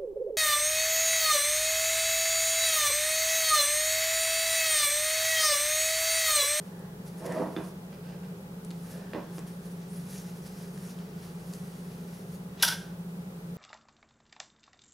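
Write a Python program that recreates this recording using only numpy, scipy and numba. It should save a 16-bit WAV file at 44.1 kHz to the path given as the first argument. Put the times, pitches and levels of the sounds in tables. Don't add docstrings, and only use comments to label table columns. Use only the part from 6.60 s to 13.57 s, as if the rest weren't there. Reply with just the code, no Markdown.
import sys
import numpy as np
from scipy import signal
from scipy.fft import rfft, irfft
from scipy.io import wavfile
from scipy.ndimage import uniform_filter1d
from numba import njit

SR = 44100
rng = np.random.default_rng(int(sys.argv[2]) if len(sys.argv) > 2 else 0)


def int16_out(signal):
    q = np.round(np.clip(np.atleast_2d(signal).T, -1, 1) * 32767)
    wavfile.write(sys.argv[1], SR, q.astype(np.int16))


N = 307377
T = np.arange(N) / SR
SIDES = np.array([[1], [-1]])
TOP_HZ = 15750


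def undb(db):
    return 10 ** (np.asarray(db) / 20)


def unit(x):
    return x / np.sqrt(np.mean(x ** 2))


def on_log_axis(hz, points):
    f, value = np.transpose(points)
    return np.interp(np.log(hz + 1), np.log(f), value)


def ring(x, response):
    return signal.oaconvolve(x, response / np.linalg.norm(response))[:len(x)]


def colour(x, points):
    size = 8192
    hz = np.arange(size // 2 + 1) * SR / size + 1
    octaves_out = np.maximum(np.log2(points[0][0] / hz), 0) + np.maximum(np.log2(hz / points[-1][0]), 0)
    gain = undb(on_log_axis(hz, points) - 20 * np.minimum(octaves_out, 2))
    cepstrum = irfft(np.log(gain))
    cepstrum[1:size // 2] *= 2
    cepstrum[size // 2 + 1:] = 0
    return ring(x, irfft(np.exp(rfft(cepstrum))))


def modes(table):
    t = T[:SR // 2]
    return sum(undb(db - 60 * t / t60) * np.sin(2 * np.pi * hz * t) for hz, db, t60 in table)


def crowd(t60, points):
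    t = T[:SR // 4]
    fade = undb(-60 * t / t60)
    spectrum = rfft(rng.standard_normal(len(t)) * fade)
    even = irfft(spectrum / np.abs(spectrum), len(t))
    return colour(even * fade ** (1 / 4), points)


def blows(table, column):
    x = np.zeros(N)
    for row in table:
        x[int(row[0] * SR)] += undb(row[column])
    return x


def struck(table, column, t60, points):
    x = np.zeros(N + SR)
    for row in table:
        start, response = int(row[0] * SR), crowd(t60, points)
        x[start:start + len(response)] += undb(row[column]) * response / np.linalg.norm(response)
    return x[:N]


def curve(table):
    times, db = np.transpose(table)
    outside = np.maximum(times[0] - T, 0) + np.maximum(T - times[-1], 0)
    return undb(np.interp(T, times, db)) * np.exp(-outside / 0.061)


def walk(rate):
    hold = int(SR / rate)
    steps = np.repeat(rng.standard_normal(N // hold + 1), hold)
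    return unit(uniform_filter1d(steps, hold)[:N])


def slips(rate, spread_db):
    size = undb(spread_db * np.minimum(rng.standard_exponential(N), 4))
    return unit((rng.random(N) < rate / SR) * size * rng.choice([-1, 1], N))


@njit
def moving_band(x, hz, share):
    y, band, low = np.empty(len(x)), 0., 0.
    for i in range(len(x)):
        g = np.tan(np.pi * hz[i] / SR)
        v = (band + g * (x[i] - low)) / (1 + g * (g + share))
        band, low, y[i] = 2 * v - band, low + 2 * g * v, share * v
    return y


# pitch in Hz, base fade time in seconds.
ECHO_FADE = [(200, 0.4), (1000, 0.61), (4000, 0.47), (8000, 0.46), (14000, 0.34)]
# pitch in Hz, level in dB.
ECHO_WIDTH = [(200, -8), (600, 1), (1500, -3.5), (4400, -19), (8000, 2), (14000, 1.5)]
def room(x, wet_db, width, t60_scale):
    t = T[:SR * 3 // 4]
    hz = np.arange(len(t) // 2 + 1) * SR / len(t)
    noise, tail = rfft(rng.standard_normal((2, len(t)))), 0
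    for band_hz, t60 in ECHO_FADE:
        share = on_log_axis(hz, [(f, f == band_hz) for f, _ in ECHO_FADE])
        tail = tail + irfft(noise * share, len(t)) * undb(-60 * t / (t60 * t60_scale))
    mid, side = tail * np.minimum(t / 0.0026, 1)
    return x + undb(wet_db) * (ring(x, mid) + width * SIDES * ring(x, colour(side, ECHO_WIDTH)))


# delay in seconds, smear in seconds, level in dB.
WALL_ECHOES = [(0.0535, 0.0062, -9.5), (0.092, 0.013, -16)]
# pitch in Hz, level in dB.
WALL_TONE = [(300, 10), (750, 4), (1400, 2.5), (3000, 2), (6000, 1.5), (14000, -2.5)]
def far_walls(x):
    t, dulled = T[:SR // 6], colour(x, WALL_TONE)
    return sum(undb(db) * ring(dulled, rng.standard_normal(len(t)) * np.exp(-((t - delay) / smear) ** 2))
               for delay, smear, db in WALL_ECHOES)


# pitch in Hz, level in dB.
MIC_TONE = [(300, -7), (2500, -0.5), (7500, -3), (11000, -1), (14000, -2.5), (16000, -2)]
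ROOM_AIR_TONE = [(18, -66), (30, -28), (139, -20), (180, -6), (247, -13.5), (472, -6), (524, -11),
                 (794, -6), (859, -6.5), (1170, -11), (7830, -27), (15000, -39)]
def background():
    hiss = undb(-61) * colour(rng.standard_normal(N), MIC_TONE)
    return hiss + undb(-56) * SIDES * colour(rng.standard_normal(N), ROOM_AIR_TONE)


# pitch in Hz, width in Hz, level in dB.
DUCT_RUMBLE = [(146.9, 5, -53.5), (171.6, 17.6, -48), (186.4, 10, -51.5), (412.6, 39, -54.5)]
# pitch in Hz, level in dB, phase wobble in radians.
HUMS = [(118.4, -59, .2), (172.5, -42.5, 0.57), (187.8, -48, 0.68), (215, -63, 0.15), (237.4, -59, 0.53),
        (360.6, -62, .2), (531, -67.5, 0.16), (840.6, -65.5, 0.089), (1937, -78, 0.47)]
# pitch in Hz, level in dB.
RUSH_TONE = [(20, -14), (42, 0.5), (55, -3.5), (90, 2), (130, 0), (190, 9), (215, 0), (300, -2),
             (400, -7.5), (490, 0), (620, -6), (900, -10), (1500, -15), (2200, -27), (6000, -37.5)]
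def fan():
    hz = np.arange(N // 2 + 1) * SR / N
    peaks = sum(undb(db) * unit(1 / (1 + ((hz - f) / width) ** 2))
                * np.exp(2j * np.pi * rng.random(len(hz))) for f, width, db in DUCT_RUMBLE)
    rumble = irfft(peaks, N) * np.sqrt(N)
    hum = sum(undb(db + walk(5.8)) * np.sqrt(2) * np.sin(2 * np.pi * f * T + wobble * walk(4))
              for f, db, wobble in HUMS)
    air = colour(rng.standard_normal(N), RUSH_TONE) * undb(-50 + 0.28 * walk(13))
    return undb(-0.32) * rumble + undb(-2.17) * hum + air


# time in seconds, level in dB.
DRAG_LEVELS = [(2.33, -62), (2.42, -60.5), (2.6, -57), (2.72, -60), (2.85, -62)]
# pitch in Hz, level in dB.
DRAG_TONE = [(1200, -19), (1500, 0), (1700, 3), (1950, -16), (2900, -15), (3330, -2), (3600, -13),
             (5000, -26)]
def cutter_drag():
    return colour(slips(rate=1500, spread_db=0), DRAG_TONE) * curve(DRAG_LEVELS) * undb(-8)


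def brush(peak_s, length_s, rise_share):
    roundness = 1.2
    rise = np.clip(rise_share, .1, .9)
    reach = length_s * np.where(T < peak_s, rise, 1 - rise)
    return np.exp(-np.minimum(np.abs(T - peak_s) / reach, 10) ** roundness)


# fastest moment and length in seconds, share spent
# speeding up, levels of hiss, rasp and edge in dB, edge pitch in Hz.
STROKES = [(0.064, 0.094, 0.3, -62, -64, -72, 10500), (0.48, 0.029, 0.66, -52.5, -55, -55, 9800),
           (0.585, 0.042, 0.2, -56, -66, -61, 10000), (0.666, 0.011, 0.7, -51, -49.5, -55, 10000),
           (0.766, 0.28, .6, -58, -55, -58, 10800), (1.077, 0.18, 0.77, -58, -61, -61, 10500),
           (2.325, 0.17, 0.67, -52, -57, -56, 11000), (2.602, 0.43, 0.66, -81, -62.5, -85, 5000),
           (2.788, 0.076, 0.88, -52, -58, -57, 10200), (2.872, 0.054, 0.1, -54, -54, -54, 9500),
           (3.06, 0.15, 0.32, -58.5, -61, -60, 10000), (3.217, 0.054, 0.5, -66, -58, -73, 5500),
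           (3.335, 0.1, 0.45, -59, -61, -53, 9700), (3.387, 0.078, .5, -59, -61, -61, 10100),
           (3.528, 0.1, 0.66, -52, -54.5, -55, 10800), (3.58, 0.094, 0.34, -53.5, -59.5, -56, 6700),
           (3.69, 0.13, 0.57, -60, -59, -63, 5400), (3.775, 0.05, .6, -60, -65, -64, 10800),
           (3.872, 0.042, 0.9, -53.5, -58, -55, 5400), (3.995, 0.26, 0.56, -56, -57, -61, 5400),
           (4.196, 0.14, 0.42, -57.5, -61, -67, 10000), (4.305, 0.079, 0.67, -56, -58.5, -54, 5500),
           (4.41, 0.16, 0.33, -73, -59, -79, 4000), (4.636, 0.16, 0.4, -58.5, -55.5, -59, 10500),
           (4.937, 0.21, 0.64, -55.5, -58, -63, 10100), (5.14, 0.17, .6, -60.5, -62, -66, 9500),
           (5.343, 0.27, 0.66, -63, -63.5, -70, 10100), (5.57, 0.23, 0.62, -58, -59, -64, 11000),
           (5.746, 0.085, .6, -58.5, -66, -68, 10200)]
# pitch in Hz, level in dB.
HISS_TONE = [(3500, -17), (6000, -6), (7800, -8.5), (10000, -3.5), (11800, -7), (13500, -9), (16000, -29)]
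RASP_TONE = [(500, -17), (1400, 1), (2400, -3), (3600, -4.5), (5500, -2), (7000, -10.5), (10000, -23)]
def rustle():
    hiss_gain = rasp_gain = edge_gain = pitch_sum = weight = 0
    for peak_s, length, rise, hiss_db, rasp_db, edge_db, hz in STROKES:
        speed = brush(peak_s, length, rise)
        hiss_gain += undb(hiss_db) * speed
        rasp_gain += undb(rasp_db) * speed
        edge_gain += undb(edge_db) * speed
        pitch_sum += hz * speed ** 4
        weight += speed ** 4
    edge_hz = np.clip(pitch_sum / weight * (1 + 0.056 * walk(25)), 1000, TOP_HZ)
    edge = moving_band(slips(rate=2500, spread_db=-0.5), edge_hz, share=0.37)
    edge = undb(-7) * unit(moving_band(edge, edge_hz, share=0.37))
    hiss = undb(-4) * colour(slips(rate=1600, spread_db=0.5), HISS_TONE)
    rasp = undb(-3.5) * colour(slips(rate=2000, spread_db=0.5), RASP_TONE)
    grip = undb(1.1 * walk(70) + 0.87 * walk(22.06))
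    return grip * (hiss * hiss_gain + rasp * rasp_gain + edge * edge_gain)


# start in seconds, level in dB, strongest pitch in Hz.
SMALL_CLICKS = [(0.193, -34, 10500), (0.656, -34, 6500), (0.671, -35, 4200), (0.7227, -26, 8000),
                (2.0479, -24, 10300), (2.106, -25.5, 4230), (2.112, -26, 4230), (2.782, -26, 5600),
                (2.791, -27, 7800), (3.558, -28, 2500), (3.578, -28, 6800), (3.584, -28, 6800),
                (3.599, -32, 6800), (3.864, -28.5, 5500), (3.878, -33, 5200), (4.176, -28, 1700),
                (4.3883, -31, 3550), (4.936, -23, 7860), (4.9365, -28, 4620)]
def ticks():
    clicks = 0
    for start, db, hz in SMALL_CLICKS:
        tone = [(hz / 4, -16), (hz * 0.63, -10), (hz, 0), (hz * 1.25, -10), (hz * 8.8, -19)]
        clicks += struck([(start, db)], column=1, t60=0.015, points=tone)
    return signal.sosfilt(signal.butter(4, 11500, fs=SR, output="sos"), clicks)


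# time in seconds, level in dB.
SHOVE_LEVELS = [(0.56, -60), (0.605, -50.5), (0.65, -38), (0.70, -41), (0.745, -36), (0.79, -34.5),
                (0.83, -38.5), (0.865, -42), (0.895, -56), (0.95, -48)]
GRATE_LEVELS = [(0.62, -60), (0.67, -51), (0.705, -49), (0.735, -45.5), (0.79, -49.5), (0.83, -56),
                (0.86, -62)]
# pitch in Hz, level in dB.
SHOVE_TONE = [(140, -14), (240, -4.5), (369, 1.5), (471, -3), (503, 0.5), (575, -6), (637, 2.5), (662, -1),
              (690, -1), (750, -8.5), (829, -15), (987, -8.5), (1540, -22.5), (1830, -23), (2400, -32),
              (6000, -53), (7800, -67), (13200, -120)]
GRATE_TONE = [(900, -15), (1400, -9), (1800, 3.5), (2150, -5), (2600, -10), (3500, -16), (6000, -26)]
def shove():
    jerks = undb(0.5 * walk(69.3))
    drag = unit(colour(slips(rate=900, spread_db=1) * jerks, SHOVE_TONE))
    grate = unit(colour(slips(rate=500, spread_db=3) * jerks, GRATE_TONE))
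    return undb(-1) * drag * curve(SHOVE_LEVELS) + undb(-7) * grate * curve(GRATE_LEVELS)


# middle and length in seconds, dull and crisp levels in dB.
PUSHES = [(0.208, 0.3, -61, -88), (1.333, 0.046, -56, -57.5), (1.492, 0.097, -51.5, -57.5),
          (1.648, 0.041, -53, -58.5), (2.4, 0.29, -55.5, -65.5)]
# pitch in Hz, level in dB.
DULL_TONE = [(250, 4), (450, 21.5), (950, 5), (1300, 1), (1750, 13.5), (2400, -13), (5000, -19)]
CRISP_TONE = [(1500, 6), (2200, 3.5), (2750, 0.5), (3600, -6), (5000, -3.5), (7000, -17), (11000, -16)]
def cuts():
    fibres = slips(rate=3800, spread_db=5.5)
    dull, crisp = colour(fibres, DULL_TONE), colour(fibres, CRISP_TONE)
    return sum(np.exp(-(2 * (T - middle) / length) ** 2) * (undb(dull_db) * dull + undb(crisp_db) * crisp)
               for middle, length, dull_db, crisp_db in PUSHES)


# start in seconds, levels of boom, thud, clack and blade ring in dB.
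BOARD_HITS = [(0.792, -4.5, -18, -40, -55), (0.807, -7, -11, -36, -55), (0.821, -12, -9, -38, -55),
              (0.85, -22, -18, -38, -55), (0.857, -18, -15, -38, -55), (0.9645, -9, -15, -9.5, -17),
              (0.9715, -8, -15.5, -15, -24), (0.979, -13, -31, -27, -40), (0.987, -17, -18, -31, -49),
              (1.005, -16, -14, -42, -55), (2.11, -50, -32, -22, -46), (2.534, -19, -16, -10.5, -36),
              (2.547, -13, -12.5, -17, -33), (2.555, -15, -11, -21, -40), (2.568, -34, -16, -28, -48),
              (2.582, -27, -13, -28, -44), (2.782, -47, -22, -16, -46)]
# pitch in Hz, level in dB.
BOOM_TONE = [(140, -12.5), (230, -13), (310, 1.5), (400, -2), (700, -32)]
THUD_TONE = [(130, -6), (240, 0), (350, 1.5), (450, -2.5), (640, -2), (850, -8), (1060, -8), (1600, -21.5),
             (4000, -58)]
CLACK_TONE = [(300, 28.5), (800, 5), (1500, 11), (2400, 6.5), (3500, -3), (5000, -6), (8000, -32),
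              (15000, -24)]
def knocks():
    boom = struck(BOARD_HITS, column=1, t60=0.055, points=BOOM_TONE)
    thud = struck(BOARD_HITS, column=2, t60=0.035, points=THUD_TONE)
    clack = struck(BOARD_HITS, column=3, t60=0.016, points=CLACK_TONE)
    return boom + thud + undb(-2) * clack


# pitch in Hz, level in dB, fade time in seconds.
DISC_RING = [(3450, -1, 0.022), (3520, 19, 0.047), (3640, -3, 0.022), (3850, -7, 0.02), (4480, -3, 0.027)]
BODY_RING = [(1090, 8, 0.22), (1320, -3, 0.33), (1700, -9, 0.48), (1800, -12, .3), (3240, -6, .25),
             (3340, 0, .3)]
def blade():
    disc = ring(blows(BOARD_HITS, column=4), modes(DISC_RING))
    body = ring(blows(BOARD_HITS, column=3), modes(BODY_RING))
    return undb(-1.5) * disc + undb(-28) * body


# start in seconds, level in dB.
CATCH_HITS = [(6.0, -21), (6.011, -25)]
# start in seconds, latch and handle levels in dB.
SNAP_HITS = [(6.0248, 4, -27), (6.0268, 5.5, -17), (6.0305, -3, -12), (6.0333, -2, 1.5), (6.036, -2, -5.5),
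             (6.0483, -1.5, -29)]
# pitch in Hz, level in dB.
SLIDE_TONE = [(800, -7), (1600, -3), (2800, -4), (3800, -2), (4500, -10), (5400, -6), (7500, -14),
              (13000, -23), (15500, -30)]
LATCH_TONE = [(500, -22), (900, -3), (1900, -8), (2500, -6), (3000, 1), (3400, 5), (3700, 0.5), (4000, 0),
              (4400, -2), (5150, 3), (5350, -4), (5620, 6.5), (6200, -4), (6800, -6), (7500, -7.5),
              (7900, -7), (8900, -5), (9600, -2), (10400, 3), (10800, 0), (11200, -4), (12500, -4),
              (13700, -8), (14300, -5), (16000, -23)]
HANDLE_TONE = [(420, -29.5), (630, -15), (850, -12.5), (1050, -15), (1280, -2.5), (1400, -4), (1540, 2),
               (1740, -0.5), (1950, -13.5), (2600, -16), (3500, -32)]
# pitch in Hz, level in dB, fade time in seconds.
CATCH_RING = [(3720, -5, .04), (3870, 6, .035), (5200, -3, 0.063), (6740, -7, 0.027), (10500, -6, .02)]
HANDLE_RING = [(1300, -6, .014), (1530, 2, 0.012), (1720, 3, 0.012)]
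def guard():
    swell_db_per_s, stop_s = 448, 0.0089
    since = T - SNAP_HITS[0][0]
    push = undb(-40 + swell_db_per_s * np.minimum(since, 0)) * np.exp(-np.maximum(since, 0) / stop_s)
    slide = push * colour(slips(rate=1900, spread_db=2.5), SLIDE_TONE)
    contact = undb(-18) * colour(blows(SNAP_HITS, column=1), LATCH_TONE)
    crack = struck(SNAP_HITS, column=1, t60=0.064, points=LATCH_TONE)
    shell = undb(1) * struck(SNAP_HITS, column=2, t60=0.03, points=HANDLE_TONE)
    hollow = undb(-11.5) * ring(blows(SNAP_HITS, column=2), modes(HANDLE_RING))
    catch = ring(blows(CATCH_HITS, column=1), modes(CATCH_RING))
    return catch + slide + contact + crack + shell + hollow


# pitch in Hz, level in dB, fade time in seconds.
STEEL_RING = [(3200, 2, 0.26), (3480, -5, 0.22), (3910, -7, 0.26), (3946, -6, .26), (5230, -9, 0.22),
              (5600, -2, 0.24), (5400, -6, .22), (5873, -1, 0.24), (9700, -5, .18), (10450, -3, .16),
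              (11400, 12, .18), (11900, -5, .16)]
def steel_ring():
    return undb(-7) * ring(blows(SNAP_HITS[:1], column=1), modes(STEEL_RING))


def scene():
    table = room(shove() + knocks() + cuts(), wet_db=-1, width=0.31, t60_scale=0.77) * undb(-1.4 * SIDES)
    hands = room(rustle() + cutter_drag(), wet_db=-4.5, width=0.28, t60_scale=0.63)
    clicks = room(ticks() + blade(), wet_db=-8, width=0.4, t60_scale=0.87)
    snap = guard()
    snap = room(snap, wet_db=-5.5, width=0.43, t60_scale=0.94) + far_walls(snap) + steel_ring()
    return table + hands + clicks + snap + fan() + background()


# pitch in Hz, level in dB.
MIC_DIFFERENCE = [(1400, -10), (2500, 0), (4400, -34), (6500, -11), (8000, -14), (11000, -4), (15000, -11)]
def record(dry):
    difference = ring(dry.mean(axis=0), crowd(.02, MIC_DIFFERENCE))
    top_cut = signal.ellip(10, .2, 70, TOP_HZ, fs=SR, output="sos")
    return signal.sosfilt(top_cut, dry + undb(-19) * SIDES * difference)


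dry = scene()
out = record(dry)
int16_out(out)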